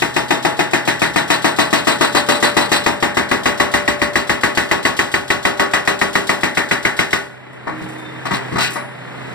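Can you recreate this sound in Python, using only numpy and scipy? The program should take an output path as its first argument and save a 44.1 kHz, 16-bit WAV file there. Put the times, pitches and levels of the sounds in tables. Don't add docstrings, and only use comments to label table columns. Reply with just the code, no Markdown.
import sys
import numpy as np
from scipy import signal
from scipy.fft import rfft, irfft
from scipy.io import wavfile
from scipy.ndimage import uniform_filter1d

SR = 44100
rng = np.random.default_rng(int(sys.argv[2]) if len(sys.argv) > 2 else 0)


def inscribe(sig):
    pcm = np.round(np.clip(np.atleast_2d(sig).T, -1, 1) * 32767)
    wavfile.write(sys.argv[1], SR, pcm.astype(np.int16))


N = 411894
SIZE = 24576
T = np.arange(SIZE) / SR
HZ = np.fft.rfftfreq(SIZE, 1 / SR)

# t/s, depth in hole/0-1, crumbling of concrete/0-1, housing shake/dB
SEAT = [(0, 0.04, 0.08, -3), (.35, .05, 0.1, 0.5), (1.05, 0.15, 0.47, -1.5), (1.45, 0.22, 0.74, 1.5),
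        (2.29, 0.42, 1, 1), (2.72, 0.32, 0.99, 1), (2.86, 0.12, 0.16, 0.5), (3.45, 0.9, 0.22, -0.5),
        (3.8, 0.92, 0.14, -1.5), (4.3, 0.75, 0.14, -2.5), (4.85, 0.83, 0.06, -1.8), (5.14, 0.9, 0, -4.5),
        (5.6, 1, 0.17, 0), (6.15, 0.93, 0, -2.7), (6.45, 0.58, 0.16, -3.5), (7.13, 1, 0, -5)]
# f/Hz, shallow level/dB, deep level/dB, t60/s, left minus right/dB
STEEL_MODES = [(165, -11.5, -19, 0.28, 9.5), (194, -16, -14.5, 0.23, 11), (245.3, -16, -14, 0.36, -6.5),
               (296.8, -15.5, -18.5, 0.22, 22), (343.6, -3.5, -14, 0.092, 17.5), (394.7, -28, -8, 0.54, -4),
               (655.5, -8, -19.5, 0.32, 11), (738, -4, -14, 0.083, 13.5), (839, -12, -21.5, 0.7, -1),
               (929, -8.5, -16.5, 0.31, 10), (1120.5, -12.5, -10, 0.34, 6), (1229, -11, -14.5, 0.12, 21),
               (1468, -30, -13.5, 0.51, 1), (1810, -13.5, -17, 0.45, 0), (1957, -11, -9.5, 0.28, 0),
               (2100, -14, -32, 0.19, -12), (2510, -8, -52, 0.069, 17.5), (3650, -20, -41, 0.43, -7),
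               (4620, -34, -26, 0.21, 9), (7950, -35, -44, 0.6, 6), (11370, -35, -42, 0.49, 7)]
# f/Hz, relative density/dB per Hz
CHATTER_SPECTRUM = [(100, -67), (500, 11.5), (1100, 12), (2000, 4.5), (2900, -4.5), (4100, 6.5),
                    (5200, -10), (6500, -21), (8100, -5.5), (15000, -31.5)]
# f/Hz, relative density/dB per Hz
OIL_SPECTRUM = [(300, -30), (1500, -28), (3300, 5), (5500, -3.5), (6800, -4.5), (8200, -4.5), (11000, -11),
                (15000, -24.5)]
# t/s, level/dB
CRUMB_HITS = [(7.525, -54), (7.66, -75), (7.78, -50), (7.821, -47), (7.883, -42), (7.921, -47), (7.98, -46),
              (8.702, -31), (8.729, -30.5)]
# f/Hz, left lead/rad
PORT_PHASE_RAD = [(60, -0.5), (130, -4), (260, -5.5), (500, -3.5), (720, -1.5), (850, -1), (1300, -0.55),
                  (1950, 0.35), (2200, 2), (3000, 3), (3700, 3.5), (4100, 8.5), (4600, 7), (5500, 7),
                  (6400, 9.5), (8400, 13), (10200, 18.4), (15200, 32.5)]


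def hammer(housing, ring_db=2, crack_db=8, cushion_db=-20, shake_loss=0.23, crack_t60_s=0.06, rise_s=0.0015,
           chatter_s=0.013, linger=1.0, chatter_db=-15, loosen_db=9, thump_db=-4, thump_deep_db=6,
           uneven_db=0.76):
    # f/Hz, relative density/dB per Hz
    clang_spectrum = [(25, -95), (60, -5), (130, -3), (330, 4), (480, 1), (900, -2.5), (1400, -1.5),
                      (1900, 3), (2400, -5), (3600, -6.5), (5000, -14), (7000, -17), (8700, -19.5),
                      (15000, -34)]
    # f/Hz, relative density/dB per Hz
    crack_spectrum = [(40, -39), (120, -7), (300, 2.5), (600, 1.5), (1400, -3), (1900, 11), (2400, 1.5),
                      (4500, -13.5), (15000, -36.5)]
    # fresh level/dB, full-depth change/dB, crumbling change/dB, shake share
    blow_parts = [(-32.5, -1, 0.5, -0.17), (-20.5, -1, 1, 0.67), (-19.5, 1, 1, 1), (-22, 3, 2.5, -0.28),
                  (-23.5, -0.5, 5.5, 0.063)]
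    out, modes, push = np.zeros((2, N)), steel_modes(), thump()
    clang, crack, chatter = colour(clang_spectrum), colour(crack_spectrum), colour(CHATTER_SPECTRUM)
    memory = read([(300, 0.885), (900, 0.76), (1900, 0.73), (4500, 0.51), (12000, .25)], HZ)
    renewal = np.sqrt(1 - memory ** 2)
    wall, tip = chance(), chance()
    for s in blow_times():
        wall = memory * wall + renewal * chance()
        tip = memory * tip + renewal * chance()
        depth, crumbling, shake_db = follow(SEAT, s)
        blow = die_away(clang(housing * wall))
        blow += gain_of(ring_db) * ring(modes, wall, depth)
        blow += gain_of(thump_db + thump_deep_db * depth) * push
        crack_gain = gain_of(crack_db + cushion_db * crumbling - shake_loss * shake_db)
        blow += crack_gain * crack(housing * tip) * fading(crack_t60_s)
        rattle = bounces(chatter_s * (1 + linger * crumbling))
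        blow += gain_of(chatter_db + loosen_db * crumbling) * chatter(housing * chance()) * rattle
        levels_db = np.dot(blow_parts, [1, depth, crumbling, shake_db])
        levels_db = levels_db + uneven_db * rng.standard_normal(len(blow_parts))
        add(out, s, weigh(blow * np.minimum(T / rise_s, 1), levels_db))
    return out


def blow_times(stroke_s=.1405):
    pace_marks = [0.0204, .4488, 1.8699, 2.4252, 2.5662, 2.7159, 2.8617, 3.025, 3.4566, 3.5989, 4.9903,
                  5.1396, 5.302, 5.4508, 5.5955, 7.1295]
    runs = [np.linspace(a, b, round((b - a) / stroke_s), endpoint=False)
            for a, b in zip(pace_marks, pace_marks[1:])]
    return np.concatenate(runs + [pace_marks[-1:]])


def crowded_modes(ripple_db=3.5, from_hz=2700):
    smooth = uniform_filter1d(uniform_filter1d(rng.standard_normal(len(HZ)), size=26), size=26)
    ripple = evened(np.tanh(evened(smooth)))
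    treble = HZ ** 4 / (HZ ** 4 + from_hz ** 4)
    return gain_of(ripple_db * ripple * treble)


def steel_modes():
    hz, _, _, t60_s, lean_db = np.transpose(STEEL_MODES)
    left = gain_of(lean_db / 2)
    right = gain_of(-lean_db / 2) * np.exp(-1j * read(PORT_PHASE_RAD, hz))
    return fading(t60_s[:, None]).astype(np.float32), np.array([left, right])


def ring(modes, z, depth, uneven_db=1.5, detune=0.0038):
    hz, shallow_db, deep_db, _, _ = np.transpose(STEEL_MODES)
    decays, weights = modes
    push, vary = z[:, np.searchsorted(HZ, hz)]
    level_db = shallow_db + depth * (deep_db - shallow_db) + uneven_db * vary.real
    strike = weights * gain_of(level_db) * push / abs(push)
    angle = np.outer(2 * np.pi * hz * (1 + detune * vary.imag), T).astype(np.float32)
    return strike.real @ (decays * np.cos(angle)) - strike.imag @ (decays * np.sin(angle))


def die_away(x):
    # f/Hz, t60/s
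    clang_decay = [(60, 0.56), (250, 0.39), (700, 0.54), (1900, 0.38), (4500, 0.28), (13000, 0.22)]
    # f/Hz, time constant/s
    clang_build = [(100, 0.0011), (400, 0.0036), (2000, 0.0072), (4000, 0.0041), (9000, 0.0021)]
    hz, t, z = signal.stft(x, SR, nperseg=256)
    fall = gain_of(-60 * t / read(clang_decay, hz)[:, None])
    build = 1 - np.exp(-(t + t[1] / 2) / read(clang_build, hz)[:, None])
    return signal.istft(z * fall * build, SR, nperseg=256)[1][:, :SIZE]


def thump(hz=100, t60_s=0.045, knock_hz=290, knock_t60_s=0.014, knock_db=1, right_share=0.61):
    push = np.cos(2 * np.pi * hz * T) * fading(t60_s)
    push += gain_of(knock_db) * np.cos(2 * np.pi * knock_hz * T) * fading(knock_t60_s)
    return np.array([push, -right_share * push])


def bounces(span_s, per_s=300, grain_s=0.0087, size_db=4):
    contacts = (rng.random(SIZE) < per_s / SR) * gain_of(size_db * rng.standard_normal(SIZE))
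    power = signal.lfilter([1], [1, -np.exp(-1 / (grain_s * SR))], contacts ** 2)
    return evened(np.sqrt(power)) * T / span_s * np.exp(1 - T / span_s)


def weigh(x, levels_db):
    band_edges = [30, 170, 500, 1400, 2400, 15500]
    splits_hz = band_edges[1:-1]
    count = SR // 10
    power = 2 * (abs(rfft(x[:, :count])) ** 2).mean(0) / count ** 2
    band = np.digitize(np.fft.rfftfreq(count, 1 / SR), splits_hz)
    change_db = np.asarray(levels_db) - 10 * np.log10(np.bincount(band, power) + 1e-20)
    smooth_db = uniform_filter1d(change_db[np.digitize(HZ, splits_hz)], size=70)
    fade_out = np.minimum(10 * (1 - T / T[-1]), 1)
    return irfft(rfft(x) * gain_of(smooth_db)) * fade_out


def chisel(bend_hz=587.5, high_hz=9777, high_db=-45, tink_db=-11):
    # t/s, level/dB
    bending = [(0, -42), (1.7, -35), (2.1, -25), (3.2, -33), (3.75, -24), (4.75, -37.5), (5.15, -34),
               (5.75, -31), (7.13, -38)]
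    # t/s, level/dB
    last_note = [(8.757, -32)]
    bends = [(s, follow(bending, s)[0]) for s in blow_times()] + last_note
    tinks = [(s, high_db) for s in blow_times()] + [(s, db + tink_db) for s, db in CRUMB_HITS]
    low = long_note(bend_hz, bends, t60_s=1.0, rise_s=0.011, lean_db=5, lag_rad=0.4, uneven_db=2.7)
    high = long_note(high_hz, tinks, t60_s=.55, rise_s=.01, lean_db=2.5, lag_rad=4.3, uneven_db=2.5)
    return low + high


def long_note(hz, strikes, t60_s, rise_s, lean_db, lag_rad, uneven_db, slip_rad=0.31):
    level = np.zeros((1, N), complex)
    shape = fading(t60_s) * np.minimum(T / rise_s, 1)
    for s, db in strikes:
        size, step = rng.standard_normal(2)
        add(level, s, gain_of(db + uneven_db * size) * np.exp(1j * slip_rad * step) * shape[None])
    angle = 2 * np.pi * hz * np.arange(N) / SR
    note = (level * np.exp(1j * np.array([angle, angle - lag_rad]))).imag
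    return note * gain_of([[lean_db / 2], [-lean_db / 2]])


def valve(lead_s=.0252, rise_s=0.0036, hiss_db=-31, t60_s=0.55, uneven_db=3, shallow_db=2):
    out, hiss = np.zeros((2, N)), colour(OIL_SPECTRUM)
    shape = np.minimum(T / rise_s, 1) * fading(t60_s)
    for s in blow_times():
        depth = follow(SEAT, s)[0]
        level_db = hiss_db + shallow_db * (1 - depth) + uneven_db * rng.standard_normal()
        add(out, s - lead_s, gain_of(level_db) * shape * hiss(chance()))
    return out


def linkage(housing, ring_db=3, rise_s=0.0019, grit_db=-6, grit_s=0.016, clank_body_db=-6,
            clank_crack_db=-4.5, scrape_crack_db=-3):
    # t/s, thud/dB, clank/dB, grit/dB
    knocks = [(7.67, -38, -26.5, -44.5), (7.813, -35.5, -48, -46), (8.253, -44, -27.5, -33.5),
              (8.308, -32, -23, -31.5), (8.334, -36, -28, -29), (8.522, -29, -35, -41),
              (8.556, -30, -25.5, -35.5), (8.582, -51, -23.5, -25), (8.605, -52, -30, -22.5),
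              (8.63, -50, -36, -24.5), (8.756, -59, -27, -39)]
    # f/Hz, relative density/dB per Hz
    clank_spectrum = [(30, -32), (80, -3), (135, 5.5), (210, 6.5), (330, -8), (600, -3.5), (1100, -3),
                      (1900, 1), (2600, -4), (4200, -10.5), (6500, -18), (15000, -37)]
    out, modes = np.zeros((2, N)), steel_modes()
    clang, chatter = colour(clank_spectrum), colour(CHATTER_SPECTRUM)
    for s, thud_db, clank_db, scrape_db in knocks:
        z = chance()
        grinding = bounces(grit_s, per_s=570, grain_s=0.0019, size_db=5.5)
        knock = die_away(clang(housing * z))
        knock += gain_of(ring_db) * ring(modes, z, depth=0.71)
        knock += gain_of(grit_db) * chatter(housing * chance()) * grinding
        body_db = together(thud_db, clank_db + clank_body_db)
        crack_db = together(clank_db + clank_crack_db, scrape_db + scrape_crack_db)
        levels_db = [thud_db, body_db, clank_db, crack_db, scrape_db]
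        add(out, s, weigh(knock * np.minimum(T / rise_s, 1), levels_db))
    return out


def crumbs(t60_s=0.22, rise_s=0.0056, grain_db=2.0):
    # f/Hz, relative density/dB per Hz
    crunch_spectrum = [(500, -23), (2500, -7), (5000, -4), (9000, 0), (15000, -17)]
    out, crunch = np.zeros((2, N)), colour(crunch_spectrum)
    shape = np.minimum(T / rise_s, 1) * fading(t60_s)
    for s, db in CRUMB_HITS:
        roughness = evened(uniform_filter1d(rng.standard_normal(SIZE), size=60))
        grains = evened(gain_of(grain_db * roughness))
        add(out, s, gain_of(db) * crunch(chance()) * grains * shape)
    return out


def squeal(waver=0.0018, flutter_db=4.0, swell_db_per_s=110, fade_db_per_s=50):
    # t of peak/s, f/Hz, level/dB
    squeals = [(7.84, 3601, -55), (8.0, 3601, -44.5), (8.96, 3630, -52), (9.03, 4150, -52)]
    t, out = np.arange(N) / SR, np.zeros((2, N))
    drift, flutter = (evened(uniform_filter1d(z, size=1200)) for z in rng.standard_normal((2, N)))
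    for s, hz, db in squeals:
        slope_db = np.maximum(swell_db_per_s * (s - t), fade_db_per_s * (t - s))
        level_db = db - slope_db + flutter_db * flutter
        angle = 2 * np.pi * np.cumsum(hz * (1 + waver * drift)) / SR
        out += gain_of(level_db) * np.sin(angle - np.array([[0], [1.]]))
    return out


def excavator(firing_hz=127.5, clatter_hz=30.22, clatter=0.19, drone_db=-8, waver=0.0119, pump_waver=0.002,
              hiss_db=-44, hiss_growth=1.8, pump_start_s=7.69, pump_rise_s=0.034, pump_db=-34,
              pump_fade_db_per_s=22):
    # t/s, level/dB
    load = [(0, -33), (7.2, -40), (7.66, -34.5), (7.76, -31), (8.1, -31.5), (8.5, -28), (8.92, -33),
            (9.34, -29)]
    # f/Hz, relative density/dB per Hz
    diesel_spectrum = [(25, -42), (70, -16), (125, -3), (220, -2), (350, -3.5), (500, -3), (1100, -8),
                       (1500, -7.5), (1950, -6.5), (2500, -13), (3900, -22.5), (4800, -36), (10000, -61),
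                       (13000, -60)]
    # f/Hz, relative level/dB
    pump_partials = [(312.2, 2.5), (834, -16)]
    t, hz = np.arange(N) / SR, np.fft.rfftfreq(N, 1 / SR)
    diesel_db, = follow(load, t)
    oil_db = hiss_db + hiss_growth * (diesel_db - diesel_db.max())
    since_s = np.maximum(t - pump_start_s, 0)
    pump = np.minimum(since_s / pump_rise_s, 1) * gain_of(pump_db - pump_fade_db_per_s * since_s)
    wander = evened(uniform_filter1d(uniform_filter1d(rng.standard_normal(N), size=2500), size=2500))
    drift_s = np.cumsum(wander) / SR
    engine_s = t + waver * drift_s
    pump_s = t + pump_waver * drift_s
    beat = 1 + clatter * np.cos(2 * np.pi * clatter_hz * engine_s)
    drone = np.sqrt(2) * np.sin(2 * np.pi * firing_hz * engine_s + np.array([[0], [1.]]))
    diesel = colour(diesel_spectrum, hz)(chance(N)) * beat + gain_of(drone_db) * drone
    oil = colour(OIL_SPECTRUM, hz)(chance(N))
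    whine = sum(gain_of(db) * np.sqrt(2) * np.sin(2 * np.pi * f * pump_s) for f, db in pump_partials)
    machine = gain_of(diesel_db) * diesel + gain_of(oil_db) * oil + pump * whine
    return machine * gain_of([[-1.2], [1.2]])


def chance(size=SIZE):
    shape = (2, size // 2 + 1)
    return rng.standard_normal(shape) + 1j * rng.standard_normal(shape)


def ports(hz):
    # f/Hz, likeness/0-1
    port_likeness = [(60, 0.77), (180, 0.034), (400, 0.35), (650, 0.54), (1500, 0.84), (3200, 0.74),
                     (3900, 0.56), (4700, 0.8), (9500, 1), (12000, 0.19), (15000, 0.23)]
    # f/Hz, left minus right/dB
    port_balance = [(60, 1.1), (250, 1), (400, 0.56), (600, 1.04), (1100, 4.5), (1900, 0.7), (2600, 4.2),
                    (3800, 2.3), (5000, 6), (7500, 0.78), (9500, 0.92), (12000, 9.7), (15000, 13)]
    same = np.clip(read(port_likeness, hz), 0, .98)
    other = np.sqrt(1 - same ** 2)
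    lean = gain_of(read(port_balance, hz) / 2)
    right = np.exp(-1j * read(PORT_PHASE_RAD, hz)) / lean
    return lambda z: np.array([z[0] * lean, (same * z[0] + other * z[1]) * right])


def colour(spectrum, hz=HZ):
    gain, pair = gain_of(read(spectrum, hz)), ports(hz)
    return lambda z: evened(irfft(pair(z) * gain))


def fading(t60_s):
    return gain_of(-60 * T / t60_s)


def gain_of(db):
    return 10 ** (np.asarray(db) / 20)


def together(a_db, b_db):
    return 20 * np.log10(np.hypot(gain_of(a_db), gain_of(b_db)))


def evened(x):
    return x / np.sqrt(np.mean(x ** 2) + 1e-20)


def read(points, hz):
    f, value = np.transpose(points)
    return np.interp(np.log(hz + 1), np.log(f + 1), value)


def follow(rows, s):
    times, *columns = np.transpose(rows)
    return [np.interp(s, times, c) for c in columns]


def add(mix, s, sound):
    start = round(s * SR)
    sound = sound[:, max(-start, 0):]
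    part = mix[:, max(start, 0):][:, :sound.shape[1]]
    part += sound[:, :part.shape[1]]


def scene():
    housing = crowded_modes()
    breaker = hammer(housing) + chisel() + valve()
    boom = linkage(housing) + crumbs() + squeal()
    return breaker + boom + excavator()


def record(dry, knee=0.12, edge_hz=15600):
    over = np.maximum(abs(dry) - knee, 0)
    held = np.sign(dry) * (np.minimum(abs(dry), knee) + (1 - knee) * np.tanh(over / (1 - knee)))
    lowpass = signal.firwin(511, edge_hz, window=("kaiser", 9), fs=SR)
    return signal.oaconvolve(held, lowpass[None], "same")


dry = scene()
out = record(dry)
inscribe(out)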